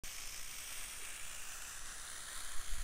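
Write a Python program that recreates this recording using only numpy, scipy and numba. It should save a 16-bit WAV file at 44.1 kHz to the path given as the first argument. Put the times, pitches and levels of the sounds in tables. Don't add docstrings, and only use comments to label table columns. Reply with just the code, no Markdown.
import sys
import numpy as np
from scipy import signal
from scipy.fft import rfft, irfft
from scipy.io import wavfile
from scipy.ndimage import uniform_filter1d, map_coordinates
from numba import njit

SR = 44100
rng = np.random.default_rng(int(sys.argv[2]) if len(sys.argv) > 2 else 0)


def elevation(decibels):
    levels = np.asarray(decibels, float)
    return 10 ** (levels / 20)


def generate_wav(sig):
    pcm = np.round(np.clip(np.atleast_2d(sig).T, -1, 1) * 32767).astype(np.int16)
    wavfile.write(sys.argv[1], SR, pcm)


N = 124803

# time_s, level_db
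BREATH_FLOW = [(0.05, -48), (0.439, -49), (0.71, -47), (1.1, -48.5), (1.16, -47), (1.18, -49),
               (1.67, -48.5), (1.84, -49.5), (2.46, -47.5), (2.55, -49.5), (2.83, -49)]
POSTURE_S = [.25, .75, 1.2, 1.45, 1.699, 2.0, 2.35, 2.75]
FLAP_HZ = [55.93, 59.6, 57.04, 59.38, 61.9, 63.36, 65.2, 64.7]
MOUTH_HZ = [(670, 670, 630, 690, 750, 670, 650, 690), (1210, 1210, 1360, 1470, 1600, 1460, 1390, 1480),
            (2170, 2300, 2530, 2560, 2720, 3050, 3300, 3000),
            (3050, 2960, 3300, 2900, 3270, 3880, 4040, 4220),
            (4700, 5300, 4800, 4700, 5000, 4700, 4600, 4400),
            (5800, 5640, 5650, 6100, 6100, 6130, 6450, 6730),
            (6470, 6560, 6950, 6700, 6900, 6960, 7370, 7160),
            (7900, 8400, 8200, 7860, 7800, 8180, 8900, 8800),
            (9400, 9600, 9230, 9150, 8800, 9350, 9600, 9900),
            (10600, 11000, 11800, 11600, 10900, 10700, 10300, 11000),
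            (13560, 13800, 14000, 13800, 13800, 13500, 12980, 12980),
            (14600, 14400, 14200, 14950, 18000, 17000, 14800, 14400)]
MOUTH_DB = [(-5.5, -7.5, -4.5, -5, -2.5, -3, -3.5, -4.5), (-3.5, -2, 0, 3, 5, 5, 4, 3),
            (1.5, 2.5, 4.5, 2.5, 0, 0.5, 1, 2), (1, 3.5, -2.5, -8, -3.5, -1, -0.2, -2.5),
            (-3.5, -11, -11, -5.5, -4, -5, -6.3, -8), (2, 2.5, -4, 1, 2.5, 2.5, 1.6, 2.7),
            (1, -3.3, -1.5, 1.5, 1.5, 0.5, -0.5, -2.5), (-0.5, 2.5, 1, 1.1, 1.0, -0.7, 2, -0.3),
            (0.5, 0.5, 1.6, -0.2, -1.3, 1.8, 2.8, -1.5), (-13, -14, -14, -8, -1.5, 0, -1, -1.2),
            (-3.5, -3, -10, -9, -6, -14, -11, -16), (-11, -8, -11, -9, -10.5, -6.5, -10, -11)]
MOUTH_WIDTH_HZ = [370, 1240, 1150, 965, 1530.0, 1350, 1420.0, 1570, 2030, 1100, 1360, 2640.0]
POCKET_HZ = [(866, 800, 760, 750, 870, 800, 830, 850), (1830, 2500, 2150, 2060, 2090, 2380, 2670, 2850),
             (3000, 3000, 3000, 3120, 3230, 3150, 3600, 2880),
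             (5280, 5400, 5300, 4100, 5460, 5450, 5500, 5330),
             (6720, 7100, 6800, 6500, 6730, 6460, 6530, 6800),
             (7770, 8000, 8200, 8300, 8310, 8300, 8300, 8300),
             (9970, 10000, 10800, 10700, 11200, 11400, 10600, 11100),
             (12050, 11800, 11700, 12000, 11900, 11000, 11800, 12200)]
POCKET_SHARE = [(0.41, 0.4, 0.38, 0.25, .24, 0.39, 0.44, 0.56),
                (0, 0.12, 0.12, 0.53, 0.75, .67, 0.57, 0.61),
                (0.19, 0.55, 0.42, 0.45, 0.63, 0.48, .05, .05), (0.14, .41, .31, .3, 0.31, .32, 0.33, 0.4),
                (0.067, .22, 0, .36, 0.79, .6, .48, 0.34), (.29, 0, .59, .4, .24, .36, .45, 0.68),
                (0.56, .45, 0.16, .4, .4, .45, .55, .3), (.25, 0.35, 0.39, .3, .2, .25, .3, .3)]
POCKET_WIDTH_HZ = [238, 620, 453, 180.0, 514, 327, 890, 900]
# time_s, centre_hz, share (0-1)
SHADOW = [
    (1.74, 12300, 0),
    (1.8, 12600, .6),
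    (1.88, 13400, .5),
    (1.96, 13400, 0),
    (2.12, 13700, 0),
    (2.19, 14200, .8),
    (2.26, 15000, .7),
    (2.31, 15600, 0),
]
ECHO_MS = [
    (1.85, 1.83, 1.8, 1.77, 1.63, 1.65, 1.66, 1.63),
    (3.2, 3.1, 3.1, 2.8, 3.15, 3.15, 3.18, 3.18),
]
ECHO_GAIN = [
    (.06, .08, 0.25, 0.081, 0.11, 0.11, 0.16, 0.067),
    (.12, 0.081, 0.12, 0.09, 0.085, 0.094, 0.14, 0.079),
]
# centre_s, half_length_s, pitch_hz, level_db
WHISTLES = [(.3, .12, 5300, -57.5), (0.7, 0.046, 3050, -62), (0.16, 0.054, 2500, -64),
            (.7, 0.091, 2290, -64), (1, 0.068, 8400, -66), (1.38, 0.036, 2800, -65.5),
            (1.64, 0.025, 2660, -60), (1.65, .1, 6000, -63), (2.283, 0.035, 1700, -58),
            (2.34, 0.068, 3800, -63), (2.443, 0.073, 1700, -64), (2.52, 0.025, 1760, -59.5),
            (2.722, 0.047, 3300, -64), (0.24, 0.13, 1103, -66), (1.83, 0.12, 1140, -66),
            (2.51, 0.13, 1114, -63), (2.33, .09, 4300, -63.5), (2.4, .1, 1540, -62),
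            (1.5, 0.066, 2750, -64), (1.143, 0.033, 2650, -63), (1.15, .04, 1670, -62),
            (0.12, 0.067, 3000, -64)]
# start_s, level_db, pitch_hz, ring (cycles)
CLICKS = [
    (.7198, -39, 1500, .8),
    (1.024, -53.5, 420, 4.5),
    (.997, -57, 460, 4),
    (1.005, -50, 900, .8),
    (2.077, -42, 3650, 9),
    (2.69, -43, 3300, 6),
]
# frequency_hz, level_db (per Hz)
WIND_SPECTRUM = [(2.4, -9), (4.0, 15), (19, -1.5), (123, -24.5), (217, -35), (420, -40), (550, -63),
                 (920, -120)]
# time_s, level_db
BREEZE = [(0.04, -46), (0.11, -55.5), (0.23, -51.5), (0.3, -48), (0.36, -46.5), (0.71, -58), (0.77, -49),
          (1.09, -54.5), (1.18, -56), (1.23, -48), (1.7, -54), (1.72, -59), (1.82, -47.5), (2.13, -56),
          (2.26, -53), (2.33, -65.5), (2.36, -42), (2.42, -51)]
# centre_s, height (full scale), half_width_s
BUFFETS = [(.038, .010, .012), (2.455, -.012, .02), (2.520, -.011, .016), (2.568, .029, .011),
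           (2.590, .035, .009), (2.683, .006, .004), (2.697, -.022, .020), (2.726, -.040, .0065),
           (2.756, .025, .017), (2.783, -.008, .004), (2.804, .024, .0045), (2.821, -.018, .007)]
# time_s, edge_hz
TOP_EDGE = [(.07, 15740), (.1, 15100), (.15, 15100), (.19, 14620), (.26, 14700), (.3, 15050), (.42, 14850),
            (.48, 15080), (.51, 15600), (.72, 15600), (.75, 15100), (.8, 15400), (.83, 15030), (.9, 15050),
            (.96, 15400), (1.05, 15050), (1.075, 15800), (1.72, 15800), (1.755, 15200), (1.785, 15250),
            (1.82, 15800)]


def rms_one(x):
    return x / np.sqrt(np.mean(x ** 2) + 1e-20)


def over_time(s, values):
    return np.interp(np.arange(N) / SR, s, values)


def bell(centre_s, half_s):
    return np.exp(-.5 * ((np.arange(N) / SR - centre_s) / half_s) ** 2)


def drift(rate_hz):
    r = np.exp(-2 * np.pi * rate_hz / SR)
    noise = rng.standard_normal(N + SR)
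    return rms_one(signal.lfilter([1], [1, -2 * r, r * r], noise)[SR:])


def high_pass(x, edge_hz):
    return signal.sosfilt(signal.butter(2, edge_hz, "high", fs=SR, output="sos"), x)


@njit
def resonate(x, cos_w, r):
    y = np.zeros(len(x))
    for i in range(2, len(x)):
        drive = (1 - r * r) / 2 * (x[i] - x[i - 2])
        y[i] = drive + 2 * r * cos_w[i] * y[i - 1] - r * r * y[i - 2]
    return y


def band_around(x, centre_hz, width_hz):
    return resonate(x, np.cos(2 * np.pi * centre_hz / SR), np.exp(-np.pi * width_hz / SR))


def posture_band(x, hz, width_hz):
    return band_around(x, over_time(POSTURE_S, hz), width_hz)


def jet():
    flap_hz = over_time(POSTURE_S, FLAP_HZ) * (1 + .06 * drift(12))
    turns = np.cumsum(flap_hz) / SR
    opening = (.5 + .5 * np.cos(2 * np.pi * turns)) ** 1.5
    depth = np.clip(0.14 * (1 + 0.57 * drift(4.2)), 0, 1)
    puffs_per_s, puff_s, puff_gain = 170, 0.00081, 0.45
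    born = (rng.random(N) < puffs_per_s * 2 * opening / SR) * rng.uniform(0.37, 1.66, N)
    puffs = signal.lfilter([puff_gain], [1, -np.exp(-1 / (puff_s * SR))], born)
    sputter_db, swell_db = 1 * drift(310), -0.5 * drift(2.6)
    gate = (1 - depth + depth * opening + puffs) * elevation(sputter_db + swell_db)
    return rms_one(gate * rng.standard_normal(size=(3, N)))


def mouth(air):
    out = np.zeros(N)
    for k, (hz, width_hz, db) in enumerate(zip(MOUTH_HZ, MOUTH_WIDTH_HZ, MOUTH_DB)):
        level_db = over_time(POSTURE_S, db) + 1 * drift(180)
        once = posture_band(air[k % len(air)], hz, width_hz)
        out += elevation(level_db) * posture_band(once, hz, width_hz)
    for hz, width_hz, share in zip(POCKET_HZ, POCKET_WIDTH_HZ, POCKET_SHARE):
        swallowed = np.clip(over_time(POSTURE_S, share), 0, 1)
        out = out - swallowed * posture_band(out, hz, width_hz)
    s, hz, share = np.transpose(SHADOW)
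    return out - over_time(s, share) * band_around(out, over_time(s, hz), 900)


def echoes(x):
    bright, out = high_pass(x, 1230), x
    for ms, gain in zip(ECHO_MS, ECHO_GAIN):
        heard_from = np.arange(N) - over_time(POSTURE_S, ms) * SR / 1000
        out = out + over_time(POSTURE_S, gain) * map_coordinates(bright, [heard_from], order=1)
    return out


def hiss():
    out = echoes(high_pass(mouth(jet()), 430))
    steady = out / np.sqrt(uniform_filter1d(out ** 2, size=SR // 4) + 1e-12)
    return elevation(over_time(*np.transpose(BREATH_FLOW))) * steady


def whistles():
    out, air = np.zeros(N), rng.standard_normal(N)
    for s, half_s, hz, db in WHISTLES:
        centre_hz, width_hz = np.full(N, float(hz)), 290
        tone = band_around(band_around(air, centre_hz, width_hz), centre_hz, width_hz)
        out += elevation(db) * rms_one(tone) * bell(s, half_s)
    return out


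def clicks():
    t, out = np.arange(N) / SR, np.zeros(N)
    for s, db, hz, cycles in CLICKS:
        fade = np.exp(-np.abs(t - s) * hz / cycles)
        out += elevation(db) * (t > s) * np.sin(2 * np.pi * hz * (t - s)) * fade
    return out


def gust():
    top_hz = 102
    band = signal.butter(2, [0.48 * top_hz, top_hz], "band", fs=SR, output="sos")
    roar = signal.sosfilt(band, rng.standard_normal(N))
    return elevation(-58.5) * rms_one(roar) * bell(2.76, .06)


def buffets():
    return sum(height * bell(s, half_s) for s, height, half_s in BUFFETS)


def wind(start_s):
    hz, t = np.arange(1, N // 2 + 2) * SR / N, np.arange(N) / SR
    at_hz, db = np.transpose(WIND_SPECTRUM)
    shape = elevation(np.interp(np.log(hz), np.log(at_hz), db)) * (hz > 3) * (hz < at_hz[-1])
    air = rfft(rng.standard_normal(N)) * shape
    scale = np.std(irfft(air, N))
    low = 1 / (1 + (hz / 28) ** 4)
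    heave = irfft(air * low, N) / scale
    rumble = irfft(air * (1 - low), N) / scale
    heave = heave / (uniform_filter1d(heave ** 2, size=SR // 8) + .05) ** (0.64 / 2)
    rumble = rumble / (uniform_filter1d(rms_one(rumble) ** 2, size=SR // 12) + .05) ** (0.46 / 2)
    breeze_db = 4 + over_time(*np.transpose(BREEZE))
    mean_db = breeze_db.mean()
    rumble = rumble * elevation(mean_db + .5 + 0.28 * (breeze_db - mean_db))
    fade_in = np.clip((t - start_s) / .04, 0, 1)
    calm = fade_in * (1 + 3 / (1 + np.exp((t - 2.42) / 0.034))) / 4
    return heave * elevation(breeze_db) * calm + rumble


def open_air():
    return elevation(-65.5) * rms_one(signal.lfilter([1], [1, -.9], rng.standard_normal(N)))


START_S = .0363


def scene():
    snake = hiss() + whistles() + clicks()
    return (snake + gust() + buffets() + wind(START_S) + open_air())[None]


def low_pass(x, edge_hz):
    return signal.sosfilt(signal.ellip(10, .3, 60, edge_hz, fs=SR, output="sos"), x)


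def roll_off(x):
    return signal.sosfilt(signal.butter(12, 15760, fs=SR, output="sos"), x)


def record(dry):
    hz, s, z = signal.stft(low_pass(dry, 15740), SR, nperseg=2048)
    edge_hz = np.interp(s, *np.transpose(TOP_EDGE)) + 100 * rng.standard_normal(len(s))
    cut = signal.istft(z * (hz[:, None] < edge_hz), SR, nperseg=2048)[1][:, :N]
    mix = cut * (np.arange(N) / SR >= START_S)
    return roll_off(mix)


dry = scene()
out = record(dry)
generate_wav(out)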